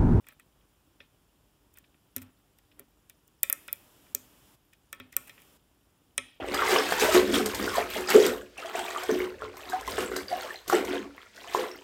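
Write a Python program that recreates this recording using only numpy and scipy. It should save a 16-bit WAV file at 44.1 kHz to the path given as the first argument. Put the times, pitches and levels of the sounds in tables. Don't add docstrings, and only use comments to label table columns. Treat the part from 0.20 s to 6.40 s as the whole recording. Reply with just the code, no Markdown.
import sys
import numpy as np
from scipy import signal
from scipy.fft import rfft, irfft
from scipy.io import wavfile
from scipy.ndimage import uniform_filter1d

SR = 44100
rng = np.random.default_rng(int(sys.argv[2]) if len(sys.argv) > 2 else 0)


def dump_mix(stems):
    frames = np.atleast_2d(stems).T
    limited = np.clip(frames, -1, 1)
    pcm = np.round(limited * 32767).astype(np.int16)
    wavfile.write(sys.argv[1], SR, pcm)


N = 273420

# start in seconds, level in dB, brightness centre in Hz,
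# fall from it in dB per octave squared, t60 in seconds, rebound level in dB, rebound centre in Hz.
PIN_SNAPS = [(1.9637, -16.5, 10800, 2, .004, -19, 11300), (3.2316, -5, 12000, 9, .004, -8.5, 13500),
             (3.2989, -8.5, 13500, 32, .005, -19, 13700), (3.3273, -7.5, 11100, 12.5, .006, -18, 13500),
             (3.5287, -10.5, 13100, 17, .0035, -25, 12930), (3.9492, -8.5, 10600, 5, 0.0041, -20, 13000),
             (4.7286, -23.5, 10670, 5.5, 0.0042, -40.5, 11000),
             (4.9664, -6.5, 12350, 23, 0.0027, -26, 11900), (5.979, -11.5, 7740, 40, .005, -18.5, 7900)]
# start in seconds, level in dB, brightness centre in Hz.
PICK_TOUCHES = [(0.0685, -45, 10600), (0.0867, -34.5, 11100), (0.1251, -47, 14100), (0.1976, -42.5, 9400),
                (1.5408, -45.5, 13400), (1.5732, -41, 11200), (1.5859, -36.5, 12600), (1.9705, -33, 10600),
                (1.9813, -35, 9500), (2.0184, -37.5, 11400), (2.0223, -36, 12200), (2.0285, -40, 11100),
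                (2.387, -45, 10800), (2.5954, -27.5, 13500), (2.8976, -33.5, 13400), (3.0787, -48, 11000),
                (3.208, -53, 11800), (3.4799, -31, 8900), (3.558, -40, 10900), (4.5349, -43, 10100),
                (4.8, -38.5, 10100), (4.9266, -40, 9800), (5.0806, -39, 10100), (5.0954, -37.5, 8500),
                (5.2024, -49, 11400), (5.2195, -42, 11400)]
# start and end in seconds, typical level in dB.
PIN_CHATTER = [(0.096, .135, -58.5), (1.972, 1.99, -49), (4.746, 4.761, -55), (5.068, 5.08, -44)]
# frequency in Hz, level in dB, factor on the tick's t60.
PIN_MODES = [(3400, -12, .7), (4200, -11, .7), (5200, -4, .8), (5660, -30, 20), (6100, -2, .9),
             (7000, -3, .9), (7900, -2, 1), (8500, -3, .9), (9250, -1, 1.1), (9750, -3, .9),
             (10900, -7, .9), (11500, -4, 1), (12400, -6, .9), (13200, -1, 1.3), (13880, 0, 1.4),
             (14700, -5, .9), (15300, -4, .9), (16000, -7, .7)]
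# start in seconds, peak in dB, brightness centre in Hz.
CYLINDER_KNOCKS = [(0.042, -56, 1720), (0.0685, -45, 1790), (0.0864, -45, 1310), (0.1233, -50, 1310),
                   (0.1973, -47, 1660), (0.409, -59, 2500), (0.8039, -39, 2140), (1.5738, -47.5, 1360),
                   (1.6412, -53.5, 2470), (1.744, -56, 1370), (1.9645, -34, 2330), (1.9818, -43.5, 2510),
                   (2.0192, -45, 1800), (2.387, -53.5, 2400), (2.5148, -55, 3320), (2.5932, -44.5, 1350),
                   (2.8982, -46.5, 2440), (3.2328, -24, 2340), (3.2987, -27, 2000), (3.327, -28, 1600),
                   (3.4828, -32.5, 2110), (3.5286, -37, 3120), (3.866, -55.5, 1890), (3.9482, -36, 2400),
                   (4.5317, -56, 1760), (4.7287, -31.5, 1820), (4.8006, -35, 2010), (4.9656, -27, 1400),
                   (5.095, -38.5, 2880), (5.1787, -47, 1400), (5.2195, -56, 2650), (5.9792, -19, 2500)]
# frequency in Hz, level in dB, unscaled t60 in seconds.
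CYLINDER_MODES = [(720, -16, 0.02505), (1004, -7, 0.028), (1113, -16.5, 0.2), (1307.4, -10.5, 0.23),
                  (1414, 5.5, 0.014), (1794, -3, 0.087), (1941, -1.5, 0.062), (2130, -15, 0.28),
                  (2333, -2.5, 0.096), (2445, -6.5, 0.092), (2514, -9, 0.19), (2577, 4.5, 0.026),
                  (2924, -12.5, 0.065), (3296, -1, 0.063), (3387, -13, 0.11), (3630, 0.5, 0.048),
                  (4014, -14, .12), (5190, -0.5, 0.048), (5340, -18, 0.17), (5700, -9.5, 0.071)]
# time in seconds, factor on a knock's t60.
WRENCH_SLACK = [(0, 0.98), (.8, 1), (2, 0.62), (2.6, 1), (3.3, 0.74), (4.8, .9), (4.97, 0.64), (5.2, 0.92),
                (6, 0.51)]
# start in seconds, ball joint level in dB, arm level in dB.
VISE_SHOVES = [(0.802, -59, -65), (1.963, -46.5, -40.5), (2.016, -74, -44), (2.596, -48, -58.5),
               (3.947, -42.5, -53.5), (4.8, -49.5, -47.5), (4.965, -64, -60), (5.979, -50.5, -50)]
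# frequency in Hz, t60 in seconds.
VISE_MODES = [(556.6, 0.069), (403.7, 0.09), (256, .38), (99, 0.26)]
# start and end in seconds, rms in dB, centre in Hz.
KEYWAY_SCRAPES = [(0.092, 0.115, -64, 2700), (1.549, 1.57, -67, 2020), (4.523, 4.559, -66.5, 2240),
                  (4.916, 4.949, -56, 2400), (5.066, 5.089, -58.5, 1900), (5.18, 5.24, -68, 2200)]
# delay in seconds, level in dB.
NEAR_ECHOES = [(.0036, -23.5), (.0058, -30.5), (0.0095, -39), (.0155, -48)]
# frequency in Hz, t60 in seconds, level in dB.
ROOM_DECAY = [(253, 0.4, -14), (1000, 0.22, -13.5), (3000, 0.73, -12.5), (7010, .3, -18.5),
              (14160, 0.53, -26.5)]
# frequency in Hz, relative density in dB.
HISS_SPECTRUM = [(22, -32), (38, -7), (55, 4), (135, -0.5), (330, -2), (580, -9), (1400, -12.5),
                 (2200, -14.5), (3100, -13), (4300, -17.5), (9400, -17), (10400, -16.5), (15600, -16.5),
                 (15950, -55.5)]
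# frequency in Hz, rms in dB, bandwidth in Hz.
MACHINE_HUMS = [(50, -71, 10.5), (293.6, -74, 5.49), (600, -82.5, 8.)]
# frequency in Hz, gain in dB.
SUPPRESSOR_DEPTH = [(60, -1), (400, -7.5), (1500, -7.5), (15000, -10.5)]

TICK_T60_S, TICK_SLOPE_DB = .0035, 6
REBOUND_GAP_S, REBOUND_T60_S, REBOUND_SLOPE_DB, REBOUND_FALL_DB = .0013, .002, 60, -3
CHATTER_PER_S, CHATTER_HZ, CHATTER_SPREAD_DB = 140, 11500, 5
MODE_SCATTER_DB, SLIPS_PER_S, HISS_DB = 1.8, 2500, -61.5
CASE_DELAY_S, CASE_REFLECTION = .000476, -.2
TRIGGER_DB, TRIGGER_HZ, HOLD_S = -15, 10500, .406
LOW_METER_S, TREBLE_METER_S, TREBLE_HZ = .012, .002, 4500
LOW_CUT_HZ, HIGH_CUT_HZ = 38, 16700


def pins():
    out = np.zeros(N)
    for s, db, hz, slope_db, t60, rebound_db, rebound_hz in PIN_SNAPS:
        add(out, s, tick(db, hz, t60, slope_db))
        for bounce, level in enumerate([rebound_db, rebound_db + REBOUND_FALL_DB], 1):
            add(out, s + bounce * REBOUND_GAP_S, tick(level, rebound_hz, REBOUND_T60_S, REBOUND_SLOPE_DB))
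    for s, db, hz in PICK_TOUCHES:
        add(out, s, tick(db, hz))
    for start, end, db in PIN_CHATTER:
        for slot in np.arange(start, end, 1 / CHATTER_PER_S):
            s = slot + rng.random() / CHATTER_PER_S
            add(out, s, tick(db + CHATTER_SPREAD_DB * rng.standard_normal(), CHATTER_HZ))
    return out


def tick(db, hz, t60=TICK_T60_S, slope_db=TICK_SLOPE_DB):
    sound = ring(PIN_MODES, hz, slope_db, rise_s=.00014, length=4200, t60_scale=t60, detune=.008)
    t = np.arange(1024) / SR
    crack = np.diff(rng.standard_normal(1025)) * t * np.exp(-t / .00029)
    add(sound, 0, gain_of(-6 - .2 * slope_db) * crack / abs(crack).max())
    return gain_of(db) * sound


def ring(modes, centre_hz, slope_db, rise_s, length, t60_scale, detune=0):
    hz, db, t60 = np.transpose(modes)[:, :, None]
    t = np.arange(length) / SR
    scatter, shift, phase = rng.standard_normal((len(modes), 3, 1)).transpose(1, 0, 2)
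    hz = hz * (1 + detune * shift)
    level_db = db - slope_db * np.log2(hz / centre_hz) ** 2 + MODE_SCATTER_DB * scatter
    envelopes = gain_of(level_db - 60 * t / (t60 * t60_scale))
    out = (envelopes * np.sin(2 * np.pi * (hz * t + phase))).sum(0)
    out *= 1 - np.exp(-t / rise_s)
    return out / abs(out).max()


def cylinder():
    out = np.zeros(N)
    for s, db, hz in CYLINDER_KNOCKS:
        slack = np.interp(s, *np.transpose(WRENCH_SLACK))
        length = round(140 * (db + 85))
        sound = ring(body_modes(), hz, slope_db=6, rise_s=.00033, length=length,
                     t60_scale=slack, detune=.0046)
        add(out, s, gain_of(db) * sound)
    return out


def body_modes():
    return CYLINDER_MODES + [(1250 * 3.3 ** place, -8, .03) for place in rng.random(40)]


def vise():
    out, t = np.zeros(N), np.arange(SR // 2) / SR
    shoves = [(s, joint - 3.5, joint, arm, arm - 3.5) for s, joint, arm in VISE_SHOVES]
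    knocks = [(s, db - 20, db - 31) for s, db, _ in CYLINDER_KNOCKS]
    for s, *levels in shoves + knocks:
        for db, (hz, t60) in zip(levels, VISE_MODES):
            onset = 1 - np.exp(-t * hz * 2.34)
            add(out, s, gain_of(db - 60 * t / t60) * onset * np.sin(2 * np.pi * hz * t))
    return out


def scrapes():
    out = np.zeros(N)
    for start, end, db, hz in KEYWAY_SCRAPES:
        length = round((end - start) * SR)
        slips = rng.standard_normal(length) * (rng.random(length) < SLIPS_PER_S / SR)
        slips *= signal.windows.tukey(length, .6)
        body = ring(body_modes(), hz, slope_db=5, rise_s=.00047, length=4096, t60_scale=.18)
        tip = ring(PIN_MODES, centre_hz=8600, slope_db=5, rise_s=.0001, length=4096, t60_scale=.0063)
        sound = signal.fftconvolve(slips, body + gain_of(-6.5) * tip)
        add(out, start, gain_of(db) * sound / rms(sound[:length]))
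    return out


def room(x):
    taps, spacing = np.zeros(SR // 2), 10
    slots = np.arange(200, len(taps) - spacing, spacing)
    taps[slots + rng.integers(0, spacing, len(slots))] = rng.choice([-1., 1.], len(slots))
    hz, t, spectrum = signal.stft(taps, SR, nperseg=256)
    t60 = curve_at([row[:2] for row in ROOM_DECAY], hz)
    wet_db = curve_at([row[::2] for row in ROOM_DECAY], hz)
    energy = t60 * SR / spacing / (2 * np.log(1000))
    decay = gain_of(wet_db - 60 * t / t60) / np.sqrt(energy)
    response = signal.istft(spectrum * decay, SR, nperseg=256)[1]
    for delay, db in NEAR_ECHOES:
        response[round(delay * SR)] += gain_of(db)
    return signal.fftconvolve(x, response)[:N]


def hiss():
    frames, hz = N // 256 + 5, np.fft.rfftfreq(1024, 1 / SR)
    real, imag, lumps = rng.standard_normal((frames, len(hz), 3)).T
    lumps = uniform_filter1d(uniform_filter1d(lumps, 6, axis=0), 10, axis=1)
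    lumps_db = .75 * lumps / rms(lumps) * np.exp(-hz / 900)[:, None]
    spectrum = (real + 1j * imag) * gain_of(curve_at(HISS_SPECTRUM, hz) + lumps_db)
    noise = signal.istft(spectrum, nperseg=1024, noverlap=768)[1][:N]
    return gain_of(HISS_DB) * noise / rms(noise)


def machinery():
    out, t = np.zeros(N), np.arange(N) / SR
    for hz, db, width_hz in MACHINE_HUMS:
        pole = np.exp(-np.pi * width_hz / SR)
        waver = signal.lfilter([1], [1, -pole], rng.standard_normal(N) + 1j * rng.standard_normal(N))
        hum = (waver * np.exp(2j * np.pi * hz * t)).real
        out += gain_of(db) * hum / rms(hum)
    return out


def case_echo(x):
    hz = np.fft.rfftfreq(N, 1 / SR)
    ripple = 1 + CASE_REFLECTION * np.exp(-2j * np.pi * hz * CASE_DELAY_S)
    return irfft(rfft(x) * ripple, N)


def suppressor(x):
    hz, t, spectrum = signal.stft(x, SR, nperseg=256, noverlap=192)
    power = uniform_filter1d(uniform_filter1d(abs(spectrum) ** 2, 13, axis=0), 5, axis=1) + 1e-20
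    floor = np.median(power, axis=1, keepdims=True)
    wide = uniform_filter1d(power, 21, axis=0) / uniform_filter1d(floor, 21, axis=0)
    poles = np.exp(-(t[1] - t[0]) / np.where(hz < TREBLE_HZ, LOW_METER_S, TREBLE_METER_S))
    slow = np.array([signal.lfilter([1 - pole], [1, -pole], band) for pole, band in zip(poles, wide)])
    over_floor = np.maximum(power / floor, slow)
    gain = np.sqrt(np.clip(1 - 1.21 / over_floor, 0, 1))
    gain = np.maximum(gain, gain_of(curve_at(SUPPRESSOR_DEPTH, hz)))
    treble = signal.sosfiltfilt(signal.butter(4, TRIGGER_HZ, "high", fs=SR, output="sos"), x)
    click_s = np.where(abs(treble) > gain_of(TRIGGER_DB), np.arange(N) / SR, -1)
    last_click_s = np.maximum.accumulate(click_s)[np.minimum((t * SR).astype(int), N - 1)]
    released = uniform_filter1d((t - last_click_s < HOLD_S) * 1., 5)
    gain = released + (1 - released) * gain
    return signal.istft(spectrum * gain, SR, nperseg=256, noverlap=192)[1][:N]


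def gain_of(db):
    return 10 ** (np.asarray(db) / 20)


def rms(x):
    return np.sqrt(np.mean(x ** 2) + 1e-20)


def curve_at(points, hz):
    point_hz, values = np.transpose(points)
    return np.interp(np.log(hz + 1), np.log(point_hz + 1), values)[:, None]


def add(mix, s, sound):
    part = mix[round(s * SR):][:len(sound)]
    part += sound[:len(part)]


def scene():
    lock = pins() + cylinder() + vise() + scrapes()
    background = room(lock) + hiss() + machinery()
    return (lock + case_echo(background))[None]


def record(dry):
    low_cut = signal.butter(4, LOW_CUT_HZ, "high", fs=SR, output="sos")
    high_cut = signal.firwin(511, HIGH_CUT_HZ, window=("kaiser", 9), fs=SR)
    out = signal.sosfilt(low_cut, suppressor(dry[0]))
    return signal.oaconvolve(out, high_cut, "same")[None]


dry = scene()
out = record(dry)
dump_mix(out)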